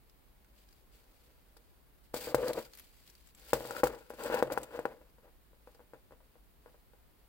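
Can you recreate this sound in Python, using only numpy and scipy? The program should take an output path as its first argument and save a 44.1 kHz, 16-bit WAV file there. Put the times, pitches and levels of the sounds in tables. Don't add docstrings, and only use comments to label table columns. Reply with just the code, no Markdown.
import sys
import numpy as np
from scipy import signal
from scipy.fft import rfft, irfft, next_fast_len
from scipy.io import wavfile

SR = 44100
rng = np.random.default_rng(int(sys.argv[2]) if len(sys.argv) > 2 else 0)


def transcribe(u):
    v = np.clip(np.atleast_2d(u).T, -1, 1)
    q = np.round(v * 32767).astype(np.int16)
    wavfile.write(sys.argv[1], SR, q)


N = 321397
TIME = np.arange(N) / SR
CUTOFF_HZ = 16000

# t/s, length/s, friction/dB, hiss/dB, hardness/(dB/octave), swell/dB
STROKES = [(0.907, 0.86, -80.5, -78, 3, -6.5), (2.135, 0.05, -46.5, -48.5, -13, -0.5),
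           (2.198, 0.056, -53.5, -48, 6, 3.5), (2.268, 0.043, -43.5, -53.5, -10.5, -1),
           (2.359, 0.14, -40, -54, -11.5, 6), (2.541, 0.049, -41, -53.5, -24, 4.5),
           (2.604, 0.05, -63, -59, 8.5, 1), (3.36, 0.15, -71.5, -61.5, 8.5, 13.5),
           (3.53, 0.038, -39, -47.5, -8.5, -3.5), (3.587, .14, -50, -53.5, 0, 1),
           (3.733, 0.055, -48, -52.5, 7.5, 4), (3.839, 0.026, -44, -47.5, -5.5, -5.5),
           (3.881, 0.067, -47, -62, -4, -2.5), (3.968, 0.11, -66, -68.5, 7.5, -9.5),
           (4.084, 0.15, -66.5, -65, 9, 6), (4.181, 0.098, -42, -53.5, 2.5, 8.5),
           (4.298, 0.093, -35.5, -52, 4, -2), (4.436, 0.039, -44.5, -62.5, -14, 0),
           (4.497, 0.025, -39, -61, -8, 5), (4.544, 0.078, -48.5, -63, -14, -2.5),
           (4.625, 0.16, -59.5, -69, 5.5, 3), (4.719, 0.045, -45, -62, 0, 0.5),
           (4.78, 0.15, -55, -70, -8, -2), (4.953, 0.15, -69.5, -82, -1, -11),
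           (5.217, 0.069, -65, -91, 0, -4)]
# f/Hz, bandwidth/Hz, level/dB
LINK_MODES = [(4703, 170, -2), (7670, 390, -2), (12450, 300, -17), (15300, 500, -3)]
# f/Hz, correlation/1
CLOTH_COHERENCE = [(600, 0.95), (4000, 0)]


def knocks(level_db=-4.0, contact_hz=1750, panel_hz=(700, 1100), stand_below_hz=180):
    onsets, blow_db, hardness, _, panel_db, stand_db = np.transpose(bumps())

    def force_at(octaves, hz):
        force = np.zeros(N)
        spot_db = panel_db * (panel_hz[0] < hz < panel_hz[1]) + stand_db * (hz < stand_below_hz)
        force[np.round(onsets * SR).astype(int)] = -from_db(blow_db + hardness * octaves + spot_db)
        return force
    return from_db(level_db) * low_pass(housing(force_at), contact_hz, order=3)


def bumps(tap_hardness=0.0, tap_crackle_db=-26, tap_panel_db=2):
    # t/s, level/dB, hardness/(dB/octave), crackle/dB, panel boost/dB, stand boost/dB
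    blows = [(1.5673, -58.5, 9, -64, 5, 0), (2.1415, -25, -15, -37.5, -15, -3),
             (2.272, -33, -10, -55, 0, 0), (2.3454, -13.5, -8, -29.5, -1, 2),
             (3.532, -14, 1.5, -28, 1.5, 5), (3.6066, -33.5, -18.5, -55, 0.5, -2.5),
             (3.6516, -32.5, -7.5, -58.5, 0, 0), (3.7081, -32, 9.5, -43.5, 0, 0.5),
             (3.7655, -36, 13.5, -46, -8, 1.5), (3.8341, -14.5, -15.5, -35.5, 14, 0.5),
             (3.8378, -19.5, -2.5, -37.5, 9, -3.5), (3.856, -29.5, -3.5, -44, 1.5, 1.5),
             (3.8705, -31.5, 12, -40, 1, 0), (4.1039, -33.5, 2.5, -54, -4.5, -4),
             (4.1369, -41.5, -23, -56.5, -1.5, -3), (4.2998, -26, -10, -58, -2, 0),
             (4.3423, -25.5, 7, -38, 1, -0.5), (4.4254, -13.5, -3, -49.5, -1.5, -13),
             (4.5021, -30, 2, -68, 3, -11), (4.5212, -31, -10, -35, -1, -5.5),
             (4.5754, -25.5, 10, -41, 5.5, -7), (4.633, -40, -5, -48.5, 3, -9),
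             (4.791, -25.5, -3, -51.5, -9, -6), (4.8542, -22, 6, -63.5, 2.5, -4)]
    # t/s, level/dB
    taps = [(5.0143, -50.5), (5.1838, -55.5), (5.532, -58), (5.6737, -45), (5.7488, -55.5), (5.794, -51.5),
            (5.8034, -52), (5.935, -41.5), (5.9444, -53), (6.1086, -50.5), (6.122, -46.5), (6.2048, -56.5),
            (6.3553, -56), (6.6603, -46.5), (6.6785, -56.5), (6.7434, -56), (6.935, -55)]
    return blows + [(s, db, tap_hardness, db + tap_crackle_db, tap_panel_db, 0) for s, db in taps]


def housing(force_at, left_db=3.0, lag_s=.0001, left_db_per_octave=5.0):
    # f/Hz, level/dB, T60/s
    modes = [(55, -29, 0.28), (135, -23.5, 0.13), (252, -19, .04), (333.5, -12, 0.05), (483.8, 4, 0.029),
             (535, -23.5, 0.31), (578, -13, 0.05), (798, -10, 0.043), (920, -9, 0.016), (1357, -11.5, 0.02),
             (1460, -25, 0.029), (2505, -16, 0.011)]
    main_hz = max(modes, key=lambda mode: mode[1])[0]
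    out = np.zeros((2, N))
    for hz, level_db, t60 in modes:
        radius, angle = from_db(-60 / (t60 * SR)), 2 * np.pi * hz / SR
        poles = [1, -2 * radius * np.cos(angle), radius * radius]
        octaves = np.clip(np.log2(hz / main_hz), -.4, 1.7)
        ring = signal.lfilter([1, 0, -1], poles, force_at(octaves, hz) + 1e-18) / 2
        ports = np.array([ring, delayed(ring, lag_s * (1 + octaves / 2))])
        out += from_db(level_db) * ports * pan(left_db + left_db_per_octave * octaves)
    return out


def drag(level_db=-21.5, contact_hz=2300, judder_db=2.0,
         scuff_db=-25, scuff_growth=0.73, scuff_t60=0.13, scuff_hardness=-1.4):
    _, _, friction_db, _, hardness, _ = np.transpose(STROKES)
    stroke_powers = np.array([rub(s, length, swell) for s, length, *_, swell in STROKES]) ** 2
    scuffs = bursts([(s, scuff_db + scuff_growth * db, scuff_t60) for s, db, *_ in bumps()], rise_s=.001)
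    judder = from_db(judder_db * drift(90))
    slipping = slips(per_s=2600, spread_db=-0.5)

    def force_at(octaves, hz):
        pressure = judder * np.sqrt(from_db(friction_db + hardness * octaves) ** 2 @ stroke_powers)
        return slipping * np.hypot(pressure, scuffs * from_db(scuff_hardness * octaves))
    return from_db(level_db) * low_pass(housing(force_at), contact_hz)


def groan(sag_hz_per_s=291, jitter=.065, throb_hz=65):
    # t/s, length/s, level/dB, starting f/Hz
    grips = [(2.372, 0.12, -33.5, 532), (2.544, .025, -42, 510)]
    waver = 1 + jitter * drift(150)
    throb = 1 + 0.71 * np.sin(2 * np.pi * throb_hz * TIME + drift(40))
    out = np.zeros((2, N))
    for s, length, db, hz in grips:
        pitch = hz - sag_hz_per_s * np.clip(TIME - s, 0, length)
        phase = 2 * np.pi * np.cumsum(pitch * waver) / SR
        tone = np.sin([phase, phase - .5])
        out += from_db(db) * rub(s, length, swell_db=2.5) * tone
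    return throb * out * pan(left_db=3.0)


def cloth(level_db=-.5, grain_db=2.0, flutter_db=1.5, fibre_db=-6.5, firm_db=-53, firm_slope=0.35):
    # f/Hz, density/dB
    spectrum = [(300, 5.5), (1000, -6), (2200, 6.5), (3400, 5.5), (4700, 6.5), (5700, 0.5), (8000, 1),
                (10000, -1), (12500, 1.5), (15500, 2)]
    hiss_db = sliding_db()
    gain = from_db(level_db + hiss_db + flutter_db * drift(110))
    fibres = np.array([signal.lfilter([1, -.5], [1], slips(per_s=310, spread_db=4.5)) for _ in range(2)])
    grains = from_db(grain_db * drift(900)) * coloured_noise(spectrum, CLOTH_COHERENCE)
    hiss = gain * (grains + from_db(fibre_db) * fibres) * pan(left_db=1.8)
    firmness_db = firm_slope * (hiss_db - firm_db)
    links = sum(resonance(hiss * from_db(db + firmness_db + 1.7 * drift(13)), hz, width)
                for hz, width, db in LINK_MODES)
    return hiss + links


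def sliding_db(resting_db=-81):
    # t/s, length/s, hiss/dB
    brushes = [(0.549, .085, -70.5), (0.653, 0.15, -75.5), (0.916, .045, -67), (1.144, 0.14, -76),
               (2.03, 0.02, -70.5), (2.69, 0.61, -69.5), (2.718, .13, -67.5), (2.924, 0.076, -72),
               (3.06, 0.033, -66.5), (5.657, 0.098, -76), (6.615, 0.15, -79)]
    rubs = [from_db(db) * rub(s, length, swell) for s, length, _, db, _, swell in STROKES]
    rubs += [from_db(db) * rub(s, length) for s, length, db in brushes]
    return 10 * np.log10(from_db(resting_db) ** 2 + sum(one ** 2 for one in rubs))


def snags(level_db=0.5, grain_db=2.5, ring_db=9.0, links_db=3.5, bump_t60=0.042, snag_t60=0.029):
    # t/s, level/dB, resonance f/Hz
    snags_and_ticks = [(0.096, -63, 5000), (0.445, -65.5, 1500), (0.687, -65, 5000), (0.726, -62, 4780),
                       (1.5686, -60.5, 4800), (2.163, -42, 4200), (2.4804, -37, 4460),
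                       (2.5318, -38.5, 4000), (2.649, -54, 4740), (2.7347, -52, 4470), (2.7503, -52, 11900),
                       (2.773, -51, 11900), (2.786, -50, 11900), (2.796, -49, 11830), (3.0752, -56.5, 3990),
                       (3.099, -56, 5600), (3.1517, -57.5, 4700), (3.2713, -56.5, 7600),
                       (3.3483, -55, 7600), (3.3957, -57, 7200), (3.9476, -55.5, 4900), (4.098, -54, 11200),
                       (4.2357, -40.5, 8150), (4.2606, -45, 8040), (4.3894, -44, 4500), (4.4257, -43, 3630),
                       (4.5322, -45, 11500), (4.6307, -46.5, 8100), (4.854, -50.5, 4400),
                       (5.747, -61.5, 4640)]
    # f/Hz, density/dB
    spectrum = [(500, -9.5), (1500, 2.5), (4700, 0), (10000, 0), (15500, 0)]
    gain = from_db(level_db + grain_db * drift(1500))
    grains = gain * coloured_noise(spectrum, CLOTH_COHERENCE) * pan(left_db=2.2)
    shaken = grains * bursts([(s, db, bump_t60) for s, _, _, db, *_ in bumps()], rise_s=.001)
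    out = shaken + sum(from_db(links_db + db) * resonance(shaken, hz, width)
                       for hz, width, db in LINK_MODES)
    for s, db, hz in snags_and_ticks:
        span = slice(int(s * SR), int(s * SR) + SR // 4)
        crackle = grains[:, span] * bursts([(s, db, snag_t60)], rise_s=0.00049)[span]
        out[:, span] += crackle + from_db(ring_db) * resonance(crackle, hz, width_hz=550)
    return out


def desk(x):
    # left delay/s, right delay/s, level/dB
    echoes = [(.0041, 0.0032, -24), (.0083, 0.01, -14.5)]
    return x + sum(from_db(db) * np.array([delayed(x[0], left_s), delayed(x[1], right_s)])
                   for left_s, right_s, db in echoes)


def room(x, loops_per_side=8):
    # f/Hz, T60/s
    decay_times = [(500, 0.53), (1200, 0.12), (14000, 0.35)]
    size = next_fast_len(N + SR)
    hz = np.maximum(np.fft.rfftfreq(size, 1 / SR), 1)
    loss_per_s = np.log(1000) / at_hz(decay_times, hz)
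    response = np.zeros((2, len(hz)), complex)
    for k, delay_s in enumerate(rng.uniform(0.02, 0.036, 2 * loops_per_side)):
        round_trip = np.exp(-delay_s * (loss_per_s + 2j * np.pi * hz))
        response[k % 2] += (-1) ** (k // 2) * round_trip / (1 - round_trip)
    return irfft(rfft(x, size) * response / np.sqrt(loops_per_side), size)[:, :N]


def background(level_db=-63.5):
    # f/Hz, density/dB
    spectrum = [(12, -43.5), (20, -8.5), (55, 0), (76, -15.5), (126, -15.5), (158, -18), (419, -22),
                (554, -24), (942, -26.5), (1080, -27.5), (2120, -32.5), (4500, -37.5), (4890, -39),
                (6120, -43), (15800, -32.5)]
    # f/Hz, correlation/1
    coherence = [(300, 0.43), (1000, 0.07), (3000, 0.084), (12000, 0.028)]
    return from_db(level_db) * coloured_noise(spectrum, coherence)


def rub(s, length_s, swell_db=0, attack_s=0.0069, release_t60=0.15):
    out, start = np.zeros(N), int(s * SR)
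    age = TIME[:min(N - start, int((length_s + .5) * SR))]
    held = from_db(swell_db * (np.minimum(age / length_s, 1) - .5))
    release = np.exp(-np.log(1000) * np.maximum(age - length_s, 0) / release_t60)
    out[start:start + len(age)] = (1 - np.exp(-age / attack_s)) * held * release
    return out


def bursts(events, rise_s):
    out, age = np.zeros(N), TIME[:SR // 4]
    for s, level_db, t60 in events:
        start = int(s * SR)
        shape = (1 - np.exp(-age / rise_s)) * np.exp(-np.log(1000) * age / t60)
        out[start:start + len(age)] += from_db(level_db) * shape[:N - start]
    return out


def slips(per_s, spread_db):
    sizes = from_db(spread_db * np.minimum(rng.exponential(1, N), 4)) * rng.choice([-1, 1], N)
    return rms_one(sizes * (rng.random(N) < per_s / SR))


def coloured_noise(spectrum, coherence):
    size = next_fast_len(N)
    hz = np.maximum(np.fft.rfftfreq(size, 1 / SR), 1)
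    mid, side = rfft(rng.standard_normal((2, size)))
    correlation = at_hz(coherence, hz)
    stereo = np.sqrt(1 + correlation) * mid + np.sqrt(1 - correlation) * side * [[1], [-1]]
    shaped = stereo * from_db(at_hz(spectrum, hz)) * (hz < CUTOFF_HZ)
    return rms_one(irfft(shaped, size)[:, :N])


def drift(per_s):
    knots = rng.standard_normal(N // 8)
    return rms_one(np.interp(TIME * per_s, np.arange(len(knots)), knots))


def resonance(x, hz, width_hz):
    return signal.lfilter(*signal.iirpeak(hz, hz / width_hz, fs=SR), x + 1e-18)


def low_pass(x, hz, order=2):
    return signal.sosfilt(signal.butter(order, hz, fs=SR, output="sos"), x + 1e-18)


def delayed(x, s):
    return np.interp(TIME - s, TIME, x, left=0)


def pan(left_db):
    return from_db(np.array([[left_db], [-left_db]]) / 2)


def at_hz(points, hz):
    frequencies, values = np.transpose(points)
    return np.interp(np.log(hz), np.log(frequencies), values)


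def from_db(db):
    return 10 ** (np.asarray(db) / 20)


def rms_one(x):
    return x / np.sqrt(np.mean(x ** 2) + 1e-20)


def scene(body_room_db=-20, cloth_room_db=-17):
    body = knocks() + drag() + groan()
    weave = cloth() + snags()
    reverberation = room(from_db(body_room_db) * body + from_db(cloth_room_db) * weave)
    return desk(body + weave) + reverberation + background()


def record(dry):
    return signal.sosfilt(signal.ellip(12, .1, 80, CUTOFF_HZ, fs=SR, output="sos"), dry)


dry = scene()
out = record(dry)
transcribe(out)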